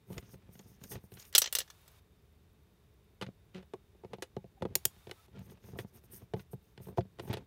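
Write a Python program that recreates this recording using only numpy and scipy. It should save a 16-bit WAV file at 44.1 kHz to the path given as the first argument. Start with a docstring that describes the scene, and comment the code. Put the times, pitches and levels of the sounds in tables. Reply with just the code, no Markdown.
"""A hand screwdriver works small screws out of a plastic fitting on a hollow wooden panel, close to a phone indoors.
The tip knocks and snaps in the screw head and a freed screw drops and bounces: blows that ring decaying modes.
Fingers rub on the grip as swells of crackly hiss; the thread rasps, creaks in quick slips and squeaks softly.
Under it lies a quiet room of shaped noise, narrow hums and a faint tick; just after a loud, bright hit
the phone lets more of the room through."""
import sys
import numpy as np
from scipy import signal
from scipy.fft import rfft, irfft
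from scipy.io import wavfile
from scipy.ndimage import uniform_filter1d

SR = 44100
rng = np.random.default_rng(int(sys.argv[2]) if len(sys.argv) > 2 else 0)


def output_pcm(signal):
    """Save a mono or channel-first signal as 16-bit PCM at the path in sys.argv[1].

    Samples are clipped to [-1, 1] before scaling.
    """
    pcm = np.clip(np.atleast_2d(signal).T, -1, 1) * 32767
    wavfile.write(sys.argv[1], SR, np.round(pcm).astype(np.int16))


N = 328986
BLOW_SAMPLES = 8192  # room for one blow and its ringing

# The hollow wooden panel's low modes. Each row: frequency in Hz, strength in dB, decay by 60 dB in seconds.
PANEL_MODES = [(120, 2.5, 0.076), (139, 0, 0.096), (186.9, 4, 0.1005), (243.5, 3, 0.029), (374, -3, 0.052),
               (430, -3.5, 0.038), (518.5, -16.5, 0.073), (675.6, -13, 0.051), (850, -14.5, 0.065)]


def undb(db):
    """Turns dB into an amplitude factor."""
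    return 10 ** (np.asarray(db) / 20)


def band(x, lo_hz, hi_hz):
    """Passes one range of frequencies."""
    return signal.sosfilt(signal.butter(2, [lo_hz, hi_hz], "bandpass", fs=SR, output="sos"), x)


def level(x, db):
    """Sets the RMS level in dB."""
    return x * undb(db) / np.sqrt(np.mean(x ** 2))


def walk(rate_hz):
    """Random values drawn at a steady rate and joined by straight slopes."""
    k = int(SR / rate_hz)
    steps = np.repeat(rng.standard_normal(N // k + 1), k)
    return uniform_filter1d(steps, k)[:N]


def swell(middle_s, length_s):
    """Samples around a moment and a soft rise and fall over them."""
    first = int((middle_s - 2 * length_s) * SR)
    last = min(int((middle_s + 2 * length_s) * SR), N)
    i = np.arange(first, last).clip(0)
    distance = np.abs(i / SR - middle_s) / (.6 * length_s)
    return i, np.exp(-distance ** 2.5)


def ring(modes, scatter_db=0., detune=.015):
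    """Impulse answer of each mode: a decaying sine, its size and pitch scattered as if struck elsewhere each time."""
    hz, db, t60_s = np.transpose(modes)[:, :, None]
    t = np.arange(5120) / SR
    chance = rng.standard_normal((2, len(modes), 1))
    size = undb(db + scatter_db * chance[0])
    tone = np.sin(2 * np.pi * hz * (1 + detune * chance[1]) * t)
    return size * tone * np.exp(-np.log(1000) * t / t60_s)


def blows(table, modes, ranges_hz, touch, grit_db, dense_db, dense_t60_s, detune):
    """Each blow, one sharp touch and a gritty chatter dying over the contact time, rings the modes range by range.

    Table rows: start in seconds, a level in dB for each range, contact time in seconds.
    touch weighs the first touch against the chatter; dense_db sets the dense modes against the clear ones."""
    out = np.zeros(N + BLOW_SAMPLES)
    t = np.arange(3072) / SR
    mode_hz = np.transpose(modes)[0]
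    click = np.arange(BLOW_SAMPLES) == 0
    shapes = [rfft(band(band(click, lo, hi), lo, hi)) for lo, hi in ranges_hz]
    for start_s, *levels_db, contact_s in table:
        noise = rng.standard_normal((3, len(t)))
        fade = np.exp(-t / contact_s)
        chatter = noise[0] * undb(grit_db * noise[1]) * fade
        chatter = rfft(chatter / np.linalg.norm(chatter), BLOW_SAMPLES)
        # modes too close to tell apart answer as noise: half its power follows the contact, half its own decay
        dense_fade = np.sqrt(.5 * fade ** 2 + .5 * undb(-120 * t / dense_t60_s))
        dense = rfft(noise[2] * dense_fade, BLOW_SAMPLES)
        rings = ring(modes, scatter_db=2.5, detune=detune)
        i = int(start_s * SR)
        for (lo, hi), shape, db, share_db, first in zip(ranges_hz, shapes, levels_db, dense_db, touch):
            struck = rings[(mode_hz >= lo) & (mode_hz < hi)].sum(0)
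            clear = (first + chatter) * rfft(struck, BLOW_SAMPLES) * shape
            blur = dense * shape
            part = irfft(clear / np.linalg.norm(clear) + undb(share_db) * blur / np.linalg.norm(blur))
            # the level holds for the loudest 256 samples
            loudest = np.sqrt(uniform_filter1d(part ** 2, 256).max())
            out[i:i + BLOW_SAMPLES] += undb(db) * part / loudest
    return out[:N]


def metal_blows(table, modes, **settings):
    """Blows on small metal parts, heard as middle, upper, top and body ranges."""
    ranges_hz = [(2600, 7200), (7200, 10500), (10500, 16000), (340, 2600)]
    return blows(table, modes, ranges_hz, **settings)


def room():
    """Steady room tone with narrow hums of far machinery and a faint, clock-even tick at the very top."""
    # The room tone's spectrum before its overall level is set. Each row: frequency in Hz, density in dB per Hz.
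    tone_shape = [(13, -46.5), (22, -21), (41, -1), (76, -2.5), (114, -11), (178, -14), (261, -23),
                  (440, -20), (478, -26.5), (876, -32), (1150, -33), (1400, -35), (2420, -36.5),
                  (7680, -46), (15700, -44.5)]
    # Narrow bands of far machinery. Each row: middle frequency in Hz, width in Hz, level in dB.
    hum_bands = [(413, 30, -83.5), (2300, 24, -99), (3660, 200, -88.5)]
    tick_first_s, tick_every_s = .0745, .1024
    hz, db = np.transpose(tone_shape)
    f = np.fft.rfftfreq(N, 1 / SR) + 1
    spectrum = undb(np.interp(np.log(f), np.log(hz), db, right=-140))
    tone = level(irfft(rfft(rng.standard_normal(N)) * spectrum, N), -61.5)
    hums = sum(level(band(rng.standard_normal(N), hz - width / 2, hz + width / 2), db)
               for hz, width, db in hum_bands)
    since_s = (np.arange(N) / SR - tick_first_s) % tick_every_s
    tick_noise = level(band(rng.standard_normal(N), 12300, 15370), -69.5)
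    return tone + hums + tick_noise * np.exp(-since_s / .001)


def knocks():
    """The tip chatters on screw and fitting: the wooden panel rings low, the plastic fitting clicks above it."""
    # Each row: start in seconds, panel level in dB, depth (its bass against that level) in dB,
    # click of the fitting against the panel level in dB, contact time in seconds.
    knock_rows = [(0.102, -45.5, 5.5, -29, 0.016), (0.128, -58.5, -9, 1, 0.0042),
                  (0.18, -45, -9, 2.5, 0.0041), (0.226, -62.5, 12, -1.5, 0.012),
                  (0.342, -53.5, 3, -6.5, 0.0042), (0.553, -60.5, 9, -2.5, 0.0029),
                  (0.594, -54, 3.5, -6, 0.0083), (0.814, -62, 13, -1, 0.0069),
                  (0.917, -46.5, -12, -4, 0.021), (0.955, -50.5, 4, -1, 0.0061),
                  (1.119, -54, 5.5, -6, 0.0094), (1.171, -59, -2, 4, 0.0063),
                  (3.213, -40.5, -5.5, -0.5, 0.0056), (3.223, -40, 0.5, 1, 0.0084),
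                  (3.265, -54.5, 10, 3, 0.0037), (3.546, -65.5, 0, 13, 0.0043),
                  (3.579, -52.5, -5, -22, 0.016), (3.627, -58.5, -6, -4.5, 0.0046),
                  (3.736, -37.5, -15.5, -15.5, 0.005), (3.948, -61, -15, -23.5, .004),
                  (4.036, -47, -13, -22, 0.0039), (4.047, -42.5, -5, -19, .004),
                  (4.133, -39, -7, -10, 0.0076), (4.184, -50, -3, -15, 0.0032),
                  (4.223, -39, -35, -1.5, 0.0072), (4.366, -35, -2, -18.5, 0.0029),
                  (4.442, -49.5, 0.5, -21, 0.0023), (4.61, -53, 8, -18, .004),
                  (4.622, -32.5, -0.5, -11.5, .0055), (4.652, -31.5, -3, -20.5, 0.004),
                  (4.7565, -39.5, -5.5, -22.5, .003), (4.8538, -42.5, -1, -22, 0.0019),
                  (4.964, -67.5, 9, 0.5, .002), (5.07, -46, -3.5, -10, 0.0064),
                  (5.095, -48, -7.5, -7, 0.0036), (5.112, -45, -17, 3.5, 0.0029),
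                  (5.282, -60.5, -1, -11, .004), (5.369, -57, 6.5, -14.5, 0.0042),
                  (5.392, -61.5, 9, -4.5, 0.0035), (5.498, -63, 8, 1, 0.0057),
                  (5.519, -52.5, -6, -25.5, 0.0048), (5.573, -65, 6, -3, .003),
                  (5.64, -59.5, 8, -5, 0.0043), (5.687, -51.5, -5, -20, 0.0024),
                  (5.757, -50.5, -6, -24, .005), (5.788, -38, -5.5, -2.5, .01),
                  (6.038, -60.5, 3, -8, 0.005), (6.133, -55, 0.5, -17, .004), (6.219, -56, 6, -23.5, .004),
                  (6.336, -31.5, -0.5, -15.5, 0.0052), (6.365, -48, 6.5, -14.5, 0.02),
                  (6.395, -57.5, 6.5, 3.5, 0.01), (6.532, -43.5, 5.5, -23, 0.0055),
                  (6.777, -53, 3, 0, 0.0025), (6.8, -51.5, 5, -25, 0.0037),
                  (6.87, -49.5, 5.5, -21.5, 0.0053), (6.885, -44.5, -2, -19, .004),
                  (6.974, -35, -7, -18, 0.011), (6.982, -25, -1.5, -24, 0.0031),
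                  (7.008, -52.5, 14.5, 0, 0.0042), (7.052, -59.5, 9, -17, .004),
                  (7.187, -48.5, -4, -7.5, 0.005), (7.196, -39, -7.5, -6.5, 0.0054),
                  (7.235, -53, -9, -22, .0035), (7.253, -54, 6, -15.5, 0.0037),
                  (7.277, -47, 2, -12, 0.0044), (7.304, -44.5, -23, -13, .0066),
                  (7.313, -40, -9, -19, 0.0024), (7.329, -40, -7, -3, 0.014),
                  (7.339, -37.5, -3, -2, 0.0046), (7.37, -39.5, -9, -8, 0.0081)]
    # The plastic fitting. Each row: frequency in Hz, strength in dB, decay by 60 dB in seconds.
    fitting_modes = [(1150, 0, .02), (1500, 0, .02), (1950, 0, .02), (2500, 0, .02), (3000, 0, .018),
                     (3500, 0, .018), (4100, 0, .018), (4650, 0, .018), (5500, 0, .015), (6600, 0, .015),
                     (8300, -3, .012), (9400, -3, .012), (11900, -4, .012), (14000, -4, .012)]
    # above 4.4 kHz against the click: a glancing knock is shallow and sharp
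    edge_db, edge_per_depth = -16.5, -0.4
    ranges_hz = [(280, 1000), (70, 280), (1000, 4400), (4400, 12500)]
    table = []
    for start_s, db, depth, click, contact_s in knock_rows:
        edge = click + edge_db + edge_per_depth * depth
        table.append((start_s, db, db + depth, db + click, db + edge, contact_s))
    # the first touch weighs a little more on the panel than on the fitting
    return blows(table, PANEL_MODES + fitting_modes, ranges_hz, touch=[1.58, 1.41, 1.3, 1.29], grit_db=3.0,
                 dense_db=[-7.5, -26.5, 2, 7.5], dense_t60_s=.004, detune=.015)


def fingers():
    """Each stroke of skin over the grip swells and fades as a fine, crackly hiss."""
    # Each row: middle in seconds, length in seconds, hiss above 8 kHz in dB, hiss at 4-8 kHz in dB.
    strokes = [(0.125, 0.072, -65, -76), (0.188, 0.052, -67, -87), (.27, 0.088, -76, -73.5),
               (.327, 0.046, -64.5, -71.5), (0.532, 0.042, -68, -80), (0.584, 0.073, -67.5, -75),
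               (0.698, 0.1, -72.5, -73), (0.843, 0.051, -65.5, -67), (0.926, 0.058, -52, -57.5),
               (1.045, 0.073, -73, -84), (1.146, 0.047, -61, -79), (1.209, 0.043, -62.5, -59),
               (1.272, 0.057, -63, -70), (5.444, 0.056, -70, -78), (5.514, 0.043, -70, -73.5),
               (5.661, 0.066, -73, -76.5), (5.702, 0.077, -71, -74.5), (5.804, 0.046, -60.5, -65.5),
               (5.884, 0.026, -75, -75.5), (5.964, 0.046, -64.5, -70), (6.049, 0.028, -66, -77),
               (6.151, 0.058, -53.5, -67.5), (6.22, 0.053, -73, -81.5), (6.395, .055, -67.5, -74),
               (6.53, 0.028, -63, -78), (6.677, 0.091, -79.5, -84), (6.834, 0.033, -63, -74.5),
               (6.879, 0.051, -64, -77), (6.983, 0.023, -66.5, -65), (7.248, 0.06, -63.5, -80),
               (7.279, .03, -74, -70), (7.336, 0.01, -49.5, -80)]
    # The skin's hiss bands. Each row: middle frequency in Hz, width in Hz, gain in dB.
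    skin_bands = [(5688, 1600, 2), (6500, 620, 2), (9050, 1400, -3.5), (13200, 3600, -1.5)]
    grit_db = 2.5
    out = np.zeros(N)
    hiss = [undb(db) * band(rng.standard_normal(N), hz - width / 2, hz + width / 2)
            for hz, width, db in skin_bands]
    fine = level((hiss[2] + hiss[3]) * undb(grit_db * (walk(400) + walk(60))), 0)
    coarse = level((hiss[0] + hiss[1]) * undb(grit_db * (walk(400) + walk(60))), 0)
    for middle_s, length_s, fine_db, coarse_db in strokes:
        i, shape = swell(middle_s, length_s)
        out[i] += (undb(fine_db) * fine[i] + undb(coarse_db) * coarse[i]) * shape
    return out


def snaps():
    """The tip jumps in the screw head: bright, short metal rings."""
    # Each row: start in seconds, level in dB, shine (the top against that level) in dB.
    snap_rows = [(0.13, -61, -3), (.18, -46.5, -17), (0.592, -54, -18), (.838, -48.5, -6.5),
                 (1.139, -60, 0), (1.198, -50.5, -13), (1.225, -56.5, -9), (1.252, -58, -6.5),
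                 (4.7538, -25, 1), (4.853, -25, 2.5), (5.391, -67, -0.5)]
    # The screwdriver tip. Each row: frequency in Hz, strength in dB, decay by 60 dB in seconds.
    tip_modes = [(640, -8, .026), (880, -8, .026), (2260, -9, .016), (3300, -9, .016), (4600, -10, .014),
                 (5600, -8, .021), (6800, 6, .026), (8200, -7, .014), (9350, -6, .014), (10100, -7, .014),
                 (11900, -5, .014), (13060, -2, .017), (13700, -3, .014), (14700, -3, .014),
                 (15200, -2, .014)]
    # 7.2-10.5 kHz against the top; under 2.6 kHz against the level
    upper_db, body_db, contact_s = -4.5, -12.5, .0025
    table = [(start_s, db, db + shine + upper_db, db + shine, db + body_db, contact_s)
             for start_s, db, shine in snap_rows]
    return metal_blows(table, tip_modes, touch=[.9] * 4, grit_db=3.0, dense_db=[0, 4, 4, 3],
                       dense_t60_s=.02, detune=.006)


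def push():
    """The thread rasps in grains while the hand's pressure shakes the panel in small uneven jolts."""
    # Each push: middle in seconds, length in seconds, panel shake in dB, thread rasp in dB.
    pushes = [(0.134, 0.068, -47, -67), (0.178, 0.024, -38, -67), (0.263, .12, -59, -77),
              (.66, 0.63, -60.5, -78.5), (0.845, 0.02, -50, -62), (0.948, 0.06, -43, -64.5),
              (1.157, .045, -53.5, -78), (1.216, 0.094, -81, -63.5), (3.279, 0.039, -45, -72.5),
              (3.57, 0.039, -61, -57.5), (4.117, 0.032, -53, -77), (4.708, 0.059, -46.5, -76),
              (5.378, 0.067, -46.5, -64), (5.504, 0.12, -54, -73), (5.675, 0.079, -55, -70),
              (5.76, 0.073, -46, -76), (5.838, 0.055, -51, -77), (5.963, 0.044, -49.5, -69),
              (6.149, 0.12, -57.5, -70), (6.226, 0.032, -52, -84), (6.838, 0.092, -55, -72),
              (6.905, 0.064, -46, -79), (7.273, 0.15, -46, -70), (7.308, 0.023, -36, -52),
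              (7.4, 0.067, -48.5, -74)]
    rasp_grit_db, shake_lumps_db, shake_grain_db = 4, 2.5, 4.5
    out = np.zeros(N)
    grains = rng.standard_normal(N) * undb(rasp_grit_db * walk(300))
    rasp = level(band(grains, 790, 3400), 0)
    unevenness_db = shake_lumps_db * walk(68) + shake_grain_db * rng.exponential(size=N)
    jolts = rng.standard_normal(N) * undb(unevenness_db)
    shake = level(signal.fftconvolve(jolts, ring(PANEL_MODES).sum(0))[:N], 0)
    for middle_s, length_s, shake_db, rasp_db in pushes:
        i, shape = swell(middle_s, length_s)
        out[i] += (undb(shake_db) * shake[i] + undb(rasp_db) * rasp[i]) * shape
    return out


def dropped_screw():
    """The freed screw bounces: each landing is a short blow on its own small metal modes."""
    # Each row: start in seconds, level in dB, shine (above 7 kHz against that level) in dB.
    bounce_rows = [(1.327, -54, -2), (1.3392, -50, -20), (1.3505, -16.5, -9), (1.357, -20, -15),
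                   (1.3806, -20.5, 3), (1.4181, -24.5, -8), (1.4416, -32.5, -32), (1.4591, -33.5, -21),
                   (1.4741, -38.5, -33), (1.526, -36.5, 2.5), (1.5513, -26.5, -2.5), (1.5673, -35, -25),
                   (1.5859, -31, -1.5), (1.6036, -34.5, -15), (1.6151, -43.5, -20), (1.6778, -61, -16),
                   (1.7015, -49.5, -11), (1.8787, -62.5, 2)]
    # The loose screw. Each row: frequency in Hz, strength in dB, decay by 60 dB in seconds.
    screw_modes = [(530, -12, .02), (1430, -12, .03), (1740, -12, .035), (1900, -12, .035), (2900, -7, .03),
                   (3150, -2, .04), (3450, -1, .035), (3820, -6, .035), (4170, -4, .04), (4420, -6, .035),
                   (5140, -8, .03), (5700, -3, .035), (6100, -3, .03), (6530, -4, .025), (6840, -6, .025),
                   (7900, -2, .03), (8640, -8, .025), (9100, -5, .03), (11150, -4, .045), (12800, -6, .025),
                   (13070, -4, .025), (14000, -5, .02), (14750, -6, .025)]
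    # the part under 2.6 kHz grows slower than the ring: dB per dB
    body_db, body_slope = -20, 0.69
    top_db, contact_s = 0.5, .0015  # above 10.5 kHz against the shine
    table = [(start_s, db, db + shine, db + shine + top_db, body_db + body_slope * db, contact_s)
             for start_s, db, shine in bounce_rows]
    return metal_blows(table, screw_modes, touch=[.7] * 4, grit_db=4.0, dense_db=[-1, 0, 0, 1],
                       dense_t60_s=.045, detune=.004)


def room_let_through(background, hits):
    """The phone lifts the middle and treble of the background for a moment after a loud, bright hit."""
    open_at_db, hold_s = -24, .407
    middle_db, top_db = 8, 10.5
    loud = np.abs(band(hits, 2000, 16000)) > undb(open_at_db)
    hold = int(hold_s * SR)
    # the shifted window looks back only: open while a loud sample lies within the hold time
    gate = uniform_filter1d(loud * 1., hold | 1, origin=hold // 2) > 1e-9
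    middle = (undb(middle_db) - 1) * band(background, 600, 5000)
    top = (undb(top_db) - 1) * band(background, 2900, 16500)
    return background + uniform_filter1d(gate * 1., 200) * (middle + top)


def creak():
    """Nearly even slips: each is a small blow on the panel and a puff of grit from the thread."""
    start_s, slips_hz, start_db, sag_db_per_s = 3.544, 185.8, -42, 184
    attack_s, hold_s, release_s = .012, .0603, .034
    t = np.arange(N) / SR - start_s
    turns = t * slips_hz + 0.05 * walk(44)
    slips = (np.diff(np.floor(turns), prepend=0) > 0) * undb(2.0 * rng.standard_normal(N))
    knocked = signal.fftconvolve(slips, ring(PANEL_MODES).sum(0))[:N]
    grit = band(rng.standard_normal(N) * np.exp(-(turns % 1) / 0.81), 1100, 3200)
    body = level(band(knocked, 233, 750), 0) + level(grit, -15.0)
    rise = (t / attack_s).clip(0, 1)
    fall = (1 - (t - hold_s) / release_s).clip(0, 1)
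    return body * rise * fall * undb(start_db - sag_db_per_s * t.clip(0, 1))


def squeaks():
    """Faint squeaks of the turning thread: short, soft sine tones."""
    # Each row: middle in seconds, length in seconds, frequency in Hz, peak level in dB.
    squeak_rows = [(4.58, .008, 780, -60), (5.119, .008, 850, -54), (5.197, .02, 1300, -66),
                   (5.36, .015, 1400, -64)]
    t = np.arange(N) / SR
    return sum(undb(db) * np.sin(2 * np.pi * hz * t) * np.exp(-((t - middle_s) / length_s) ** 2)
               for middle_s, length_s, hz, db in squeak_rows)


def room_tail(hits, drop):
    """Close walls and soft furnishings answer the hits with a short tail of decaying noise."""
    t60_s, tail_db = .1, -18.5
    drop_db = 3  # the screw lands farther away, so more of the room answers it
    t = np.arange(SR // 3) / SR
    tail = band(rng.standard_normal(len(t)), 900, 15000) * undb(-60 * t / t60_s)
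    tail = tail / np.sqrt(np.sum(tail ** 2))
    sent = hits + (undb(drop_db) - 1) * drop
    return undb(tail_db) * signal.fftconvolve(sent, tail)[:N]


def scene():
    """Sums the hits and their tail, the handling and thread sounds, and the room."""
    drop = dropped_screw()
    hits = drop + snaps() + knocks()
    handling = fingers() + push()
    thread = creak() + squeaks()
    background = room_let_through(room(), hits)
    return (hits + room_tail(hits, drop) + handling + thread + background)[None]


def record(dry):
    """The small microphone drops the deep bass; the phone cuts the top."""
    bottom_hz, top_hz = 65, 15900
    thin = signal.sosfilt(signal.butter(3, bottom_hz, "highpass", fs=SR, output="sos"), dry)
    return signal.sosfilt(signal.ellip(8, .2, 70, top_hz, fs=SR, output="sos"), thin)


dry = scene()
out = record(dry)
output_pcm(out)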